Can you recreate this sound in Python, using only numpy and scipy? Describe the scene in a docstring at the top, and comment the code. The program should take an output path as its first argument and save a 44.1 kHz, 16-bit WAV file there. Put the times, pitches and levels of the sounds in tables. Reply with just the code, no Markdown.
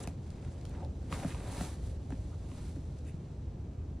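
"""A brief scrape and a hollow knock come first, over a low outdoor rumble: a cat with its head in a
rubber boot drags it backwards over a ribbed doormat and pulls free. Mat fibres flick against the
rubber and hiss, and grit ticks and rasps. Stick-slip friction on the ribs excites the resonances of
the hollow shaft, which also thumps softly as it strikes the mat. The doorway adds short reflections."""
import sys
import numpy as np
from scipy import signal
from scipy.fft import rfft, irfft
from scipy.io import wavfile

SR = 44100
rng = np.random.default_rng(int(sys.argv[2]) if len(sys.argv) > 2 else 0)


def transcribe(signal):
    """Save signal, clipped to [-1, 1], as a 16-bit WAV file at the path in sys.argv[1]."""
    frames = np.atleast_2d(signal).T
    limited = np.clip(frames, -1, 1)
    pcm = np.round(limited * 32767).astype(np.int16)
    wavfile.write(sys.argv[1], SR, pcm)


N = 176400
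T, HZ = np.arange(N) / SR, np.fft.rfftfreq(N, 1 / SR)


def amp(db):
    """Amplitude ratio of a level in decibels."""
    return 10 ** (np.asarray(db) / 20)


def unit(x):
    """Normalisation to rms 1."""
    return x / np.sqrt(np.mean(x ** 2) + 1e-20)


def read(points, hz=HZ):
    """Interpolation on a logarithmic frequency axis."""
    f, value = np.transpose(points)
    return np.interp(np.log(hz + 1), np.log(f + 1), value)


def envelope(points):
    """Amplitude envelope, interpolated in decibels."""
    return amp(np.interp(T, *np.transpose(points)))


def colour(x, response):
    """Linear filtering: the spectrum is multiplied by a frequency response."""
    return irfft(rfft(x) * response, x.shape[-1])


def band(hz, centre_hz, octaves):
    """Band-pass response, Gaussian in log frequency."""
    return np.exp(-.5 * (np.log2((hz + 1) / centre_hz) / octaves) ** 2)


def cohere(x, coherence):
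    """Partial coherence: two independent signals mix as mid and side into left and right."""
    alike = read(coherence, np.fft.rfftfreq(x.shape[-1], 1 / SR))
    mid = colour(x[0], np.sqrt((1 + alike) / 2))
    side = colour(x[1], np.sqrt((1 - alike) / 2))
    return np.array([mid + side, mid - side])


def wobble(cutoff_hz):
    """Random modulation: low-pass noise of rms 1."""
    return unit(colour(rng.standard_normal(N), np.exp(-(HZ / cutoff_hz) ** 2)))


def add(mix, start_s, sound):
    """Superposition of a sound on the mix from a given time."""
    part = mix[:, max(round(start_s * SR), 0):][:, :sound.shape[-1]]
    part += sound[..., :part.shape[-1]]


# spectrum of the outdoor air (frequency [Hz], relative level [dB])
AIR_SPECTRUM = [(15, -60), (28, -68), (38, -66), (52, -45), (70, -49.5), (90, -46.5), (105, -50),
                (140, -51.5), (210, -60), (280, -62), (380, -66.5), (490, -70), (600, -73.5), (850, -78.5),
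                (1300, -88.5), (1900, -94.5), (3000, -96.5), (4000, -101), (6300, -99), (9000, -108),
                (11000, -111), (12500, -118), (16000, -123)]
# left-right likeness of the air (frequency [Hz], coherence [0-1])
AIR_COHERENCE = [(60, 1), (125, 1), (250, 0.98), (500, 0.76), (1000, 0.17), (2400, 0.52), (10000, 0.55)]
# narrow bands in the rumble (centre [Hz], half-width [Hz], level [dB])
DRONE_BANDS = [(60.5, 3.9, -57.5), (76.1, 5.4, -49)]
# slow swell of the rumble (time [s], gain [dB])
RUMBLE_SWELL = [(0, 0.5), (1.4, 1.5), (2.5, 0.5), (3.2, -1), (4, 0)]
def rumble(air_db=-41.5):
    """Ambient noise: a broadband rumble and faint hiss, with narrow bands heard as a wavering drone."""
    noise = cohere(rng.standard_normal((2, N)), AIR_COHERENCE)
    air = amp(air_db) * unit(colour(noise, amp(read(AIR_SPECTRUM))))
    drone = sum(amp(db) * unit(colour(rng.standard_normal(N), np.exp(-((HZ - hz) / width) ** 2)))
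                for hz, width, db in DRONE_BANDS)
    return (air + drone) * envelope(RUMBLE_SWELL)


# reflections from the sill, door and frame (delay [s], gain [dB])
DOOR_ECHOES = [(.0031, -24.5), (.0073, -20), (0.0114, -14), (0.0188, -18)]
def doorway(direct, scatter_db=-13, t60_s=.058):
    """Early reflections: convolution with discrete echoes and a decaying scatter from door and step."""
    t = np.arange(12000) / SR
    taps = rng.standard_normal((2, t.size)) * (rng.random((2, t.size)) < .08)
    taps *= (t > .003) * amp(-60 * t / t60_s)
    taps *= amp(scatter_db) / np.linalg.norm(taps[0])
    for delay_s, db in DOOR_ECHOES:
        add(taps, delay_s, amp([db]))
    return signal.fftconvolve(direct, taps, axes=1)[:, :N]


# left-right likeness of the contact sounds (frequency [Hz], coherence [0-1])
CONTACT_COHERENCE = [(200, 1), (600, 0.94), (2000, 1), (5000, 0.61), (8000, 0.9), (12000, 0.92)]
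def clicks(per_s, spread_db):
    """Shot noise: impulses of uneven size at random times, partly coherent between left and right."""
    sizes = amp(spread_db * np.minimum(rng.exponential(1, N), 4))
    occurs = rng.random(N) < per_s / SR
    return cohere(unit(sizes * occurs * rng.standard_normal((2, N))), CONTACT_COHERENCE)


# spectrum of the flicking mat fibres (frequency [Hz], relative level [dB])
FIBRE_SPECTRUM = [(300, -11), (1000, 2), (2300, 0.5), (3000, -0.5), (4000, 2.5), (5200, -1), (7000, 1),
                  (9000, -2), (10800, -4), (12200, -20), (15500, -25)]
def fibre_noise():
    """Superposed transients: thousands of fibres a second flick off the rubber and merge into hiss."""
    return colour(clicks(per_s=14000, spread_db=.5), amp(read(FIBRE_SPECTRUM)))


# hiss of the mat under the boot (time [s], level [dB])
BRUSH_LEVEL = [(0, -52.5), (.035, -73), (.09, -64.5), (.16, -74), (.27, -69.5), (.7, -70), (.95, -73),
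               (1.09, -69), (1.13, -53.5), (1.19, -57.5), (1.31, -58.5), (1.345, -61.5), (1.45, -61.5),
               (1.55, -55), (1.62, -53.5), (1.7, -58), (1.79, -67.5), (1.88, -63), (1.98, -72),
               (2.14, -68.5), (2.42, -69.5), (2.56, -64.5), (2.69, -64), (2.78, -69.5), (2.95, -71),
               (3.2, -72.5), (3.5, -76.5), (4, -77.5)]
CATCH_HZ = 45.4  # bandwidth of the level flutter in hiss and scrape
def brushing(dull_hz=7750, bright_above_db=-69.5, fizz_hz=12300, fizz_from_db=-53):
    """Friction noise: the fibre hiss grows louder and brighter when the boot slides fast."""
    bright = unit(fibre_noise())
    dull = colour(bright, 1 / np.sqrt(1 + (HZ / dull_hz) ** 8))
    db = np.interp(T, *np.transpose(BRUSH_LEVEL))
    brightness = 1 / (.5 + np.exp((bright_above_db - db) / 4))
    # the hardest strokes add a top fizz, which grows faster than the hiss
    fizz = colour(bright, HZ > fizz_hz) * amp(2 + 2.6 * (db - fizz_from_db))
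    hiss = brightness * bright + (1 - brightness) * dull + fizz
    return hiss * amp(db + 1.5 + .97 * wobble(CATCH_HZ))


def grit(relative_db=-15):
    """Sparse shot noise: loose grit crackles under the moving boot, following the level of the hiss."""
    response = amp(read(FIBRE_SPECTRUM)) * band(HZ, 2870, octaves=1.1)
    specks = colour(clicks(per_s=160, spread_db=1.5), response)
    return amp(relative_db) * unit(specks) * envelope(BRUSH_LEVEL)


def strokes(rows, friction, octaves):
    """Amplitude modulation: each stroke is one band of friction noise under a Gaussian envelope."""
    out = np.zeros((2, N))
    for peak_s, width_s, db, hz in rows:
        swell = amp(db) * np.exp(-.5 * ((T - peak_s) / width_s) ** 2)
        out += unit(colour(friction, band(HZ, hz, octaves))) * swell
    return out


# quick strokes of fur and paws (peak time [s], half-width [s], level [dB], band centre [Hz])
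FUR_SWISHES = [(.034, 0.0067, -52, 8750), (.039, 0.0025, -55.5, 3170), (.445, .0095, -68, 7000),
               (.525, .012, -68, 7000), (.666, 0.0059, -66, 4700), (1.138, 0.01, -69, 4470),
               (2.988, 0.0044, -65, 7000), (3.085, 0.016, -65, 9600)]
def swishes():
    """Sliding friction: fur and paws sweep the rubber in brief swells of hiss."""
    return strokes(FUR_SWISHES, fibre_noise(), octaves=.57)


IMPACT_T, IMPACT_HZ = np.arange(8192) / SR, np.fft.rfftfreq(8192, 1 / SR)
LEAD_S = 512 / SR  # room for the filter's spread ahead of a burst
def crunch(response, decay_s=.0012):
    """Transient friction: a filtered noise burst with exponential decay and peak 1."""
    burst = rng.standard_normal((2, IMPACT_T.size)) * np.exp(-IMPACT_T / decay_s)
    burst = np.roll(burst, round(LEAD_S * SR), axis=1)
    sound = colour(cohere(burst, CONTACT_COHERENCE), response)
    return sound / abs(sound).max()


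# ticks of grit and claws (time [s], peak level [dB], band centre [Hz])
GRIT_TICKS = [(0.0743, -35, 7650), (.304, -45, 3500), (.612, -49.5, 5000), (0.6531, -38, 5450),
              (.658, -55, 4200), (0.695, -50, 8000), (0.848, -47, 4500), (1.118, -43, 2200),
              (1.1282, -40, 4500), (1.138, -39, 3600), (1.169, -45, 3000), (1.305, -39.5, 2000),
              (1.3235, -43, 2200), (1.58, -38, 2200), (1.6105, -39, 5000), (1.649, -38, 4000),
              (2.1045, -48, 6000), (3.05, -54, 9000)]
def ticks(floor_db=-13):
    """Hard impacts: the brief contact of grit or a claw gives a dry, broadband tick."""
    out = np.zeros((2, N))
    spectrum = amp(np.maximum(read(FIBRE_SPECTRUM, IMPACT_HZ), floor_db))
    for time_s, db, hz in GRIT_TICKS:
        add(out, time_s - LEAD_S, amp(db) * crunch(spectrum * band(IMPACT_HZ, hz, octaves=1.1)))
    return out


# resonances of the hollow shaft (frequency [Hz], bandwidth [Hz], relative level [dB])
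SHAFT_MODES = [(400, 60, 1), (570, 71, 3.5), (733, 55, 2), (861, 37, -2.5), (1180, 100, -13.5),
               (1840, 86, -30), (2480, 410, -23.5), (3640, 90, -8)]
def shaft_response(hz, damping_hz=4200):
    """Modal superposition: damped resonances add, and the rubber absorbs the treble."""
    modes = sum(amp(db) / (1 + 2j * (hz - mode_hz) / width) for mode_hz, width, db in SHAFT_MODES)
    return modes / (1 + (hz / damping_hz) ** 4)


# rubs on single ribs (peak time [s], half-width [s], level [dB], band centre [Hz])
RIB_RUBS = [(.805, 0.026, -56, 850), (.840, 0.014, -46.5, 660), (1.142, 0.022, -53.5, 1460),
            (1.315, 0.011, -53, 2040), (1.56, 0.09, -54.5, 910), (2.33, 0.012, -61, 1240),
            (2.592, 0.0066, -54.5, 780), (3.085, 0.019, -64, 2360), (3.7, 0.18, -77.5, 1290)]
SLIPS_PER_S, SLIP_SPREAD_DB = 3200, 3
def rubs():
    """Forced resonance: the wall slips over one rib and the shaft answers hollowly."""
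    friction = colour(clicks(SLIPS_PER_S, SLIP_SPREAD_DB), shaft_response(HZ))
    return strokes(RIB_RUBS, friction, octaves=.39)


# scrape of the wall bearing on the ribs (time [s], level [dB])
SCRAPE_LEVEL = [(0, -46), (.1, -61), (.18, -72), (.43, -59.5), (.66, -65.5), (.75, -53.5), (.845, -59.5),
                (.89, -86), (1.09, -60), (1.125, -43.5), (1.19, -48), (1.235, -47), (1.275, -52),
                (1.31, -48.5), (1.338, -54), (1.4, -52), (1.59, -47.5), (1.68, -51), (1.77, -64),
                (2.02, -81), (2.15, -64.5), (2.24, -86), (2.4, -71), (2.58, -57), (2.72, -76), (3.2, -66),
                (4, -74)]
# spectrum of the rubber wall (frequency [Hz], relative level [dB])
WALL_SPECTRUM = [(30, -25), (100, -25), (200, 12), (320, 5), (490, 3), (700, -2.5), (1080, -4.5),
                 (1500, -10), (3000, -22.5), (8000, -25), (16000, -65)]
def scraping(flex_share=.024, flex_hz=10, catch_db=.5):
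    """Stick-slip friction: slips on the ribs drive wall and shaft, whose resonances shift as it flexes."""
    slips = clicks(SLIPS_PER_S, SLIP_SPREAD_DB)
    wall = colour(clicks(SLIPS_PER_S, SLIP_SPREAD_DB), amp(read(WALL_SPECTRUM)))
    bend = np.clip(wobble(flex_hz), -1, 1)
    shaft = np.zeros((2, N))
    for shift in (-1, 0, 1):  # crossfade of lowered, resting and raised resonances
        weight = np.sqrt(np.maximum(1 - abs(bend - shift), 0))
        shaft += weight * colour(slips, shaft_response(HZ / (1 + shift * flex_share)))
    flutter = amp(catch_db * np.tanh(wobble(CATCH_HZ)))
    return unit(shaft + wall) * envelope(SCRAPE_LEVEL) * flutter


def rasping(per_s=310, decay_s=.002, relative_db=-12.5):
    """Intermittent friction: grit catches under the scraping rubber and lets go in uneven bursts."""
    catches = (rng.random(N) < per_s / SR) * rng.uniform(.37, 1, N)
    bursts = signal.lfilter([1], [1, -np.exp(-1 / (decay_s * SR))], catches)
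    noise = cohere(rng.standard_normal((2, N)) * bursts, CONTACT_COHERENCE)
    rasp = colour(noise, band(HZ, 1900, octaves=.58))
    return amp(relative_db) * unit(rasp) * envelope(SCRAPE_LEVEL)


def ring(hz, rise_s, t60_s):
    """Damped oscillation: a gliding sine under a soft-starting, decaying envelope of peak 1."""
    swell = (1 - np.exp(-(IMPACT_T / rise_s) ** 2)) * amp(-60 * IMPACT_T / t60_s)
    return swell / swell.max() * np.sin(2 * np.pi * np.cumsum(hz) / SR)


# knocks of the boot on the mat, the last row a soft paw step (time [s], slap level [dB], slap starting pitch
# [Hz], crunch level [dB], crunch centre [Hz], thump level [dB], thump nominal pitch [Hz], thump T60 [s])
BOOT_KNOCKS = [(0.0743, -35.5, 730, -37, 2020, -30.5, 144, 0.029),
               (0.6527, -59, 890, -47, 1650, -60, 220, .04),
               (1.126, -31.5, 1195, -30.5, 2200, -36.5, 176, 0.077),
               (1.192, -39, 720, -45.5, 1790, -37, 158, 0.066),
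               (1.2476, -29.5, 660, -37, 1210, -24.5, 176, .055),
               (1.3465, -45.5, 1050, -40, 2300, -61, 208, .04),
               (1.6094, -34, 720, -35, 1620, -28.5, 190, 0.049),
               (2.105, -45, 730, -47, 1400, -39.5, 232, 0.059),
               (2.123, -44, 900, -41.5, 1450, -30.5, 213, 0.05),
               (2.516, -50, 1100, -49, 2180, -45, 253, 0.029), (2.763, -49, 516, -56, 1200, -41, 297, 0.13),
               (3.139, -62, 500, -66, 1200, -34, 134, .05)]
def knocks(thump_lag_s=.0017, sag_s=.0054):
    """Impact excitation: a knock crunches the mat, slaps the wall and sets off a falling shaft thump."""
    out = np.zeros((2, N))
    slap_glide = np.exp(-14 * IMPACT_T)
    thump_glide = .82 + .72 * np.exp(-IMPACT_T / sag_s)
    for time_s, slap_db, slap_hz, crunch_db, crunch_hz, thump_db, thump_hz, t60_s in BOOT_KNOCKS:
        mat = crunch(band(IMPACT_HZ, crunch_hz, octaves=.57))
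        slap = ring(slap_hz * slap_glide, rise_s=.0009, t60_s=.014)
        thump = ring(thump_hz * thump_glide, rise_s=.0033, t60_s=t60_s)
        add(out, time_s - LEAD_S, amp(crunch_db) * mat)
        add(out, time_s, amp(slap_db) * slap)
        add(out, time_s + thump_lag_s, amp(thump_db) * thump)
    return out


def scene():
    """Superposition: the direct sound of boot and mat, its reflections and the outdoor rumble."""
    direct = swishes() + rubs() + brushing() + scraping() + rasping() + knocks() + ticks() + grit()
    return direct + doorway(direct) + rumble()


# lead of the left microphone port over the right (frequency [Hz], phase [rad])
PORT_PHASE = [(3000, 0), (4600, 0.2), (6800, -1.43), (12000, -1.26)]
def record(dry, fade_s=.004, cutoff_hz=15750):
    """Phase difference: two ports hear the treble out of step; the ends fade and the band is limited."""
    fade = np.sin(np.pi / 2 * np.minimum(np.minimum(T, T[::-1]) / fade_s, 1)) ** 2
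    ports = colour(dry * fade, np.exp(.5j * np.outer([1, -1], read(PORT_PHASE))))
    lowpass = signal.firwin(511, cutoff_hz, window=("kaiser", 9), fs=SR)
    return signal.oaconvolve(ports, lowpass[None], "same")


dry = scene()
out = record(dry)
transcribe(out)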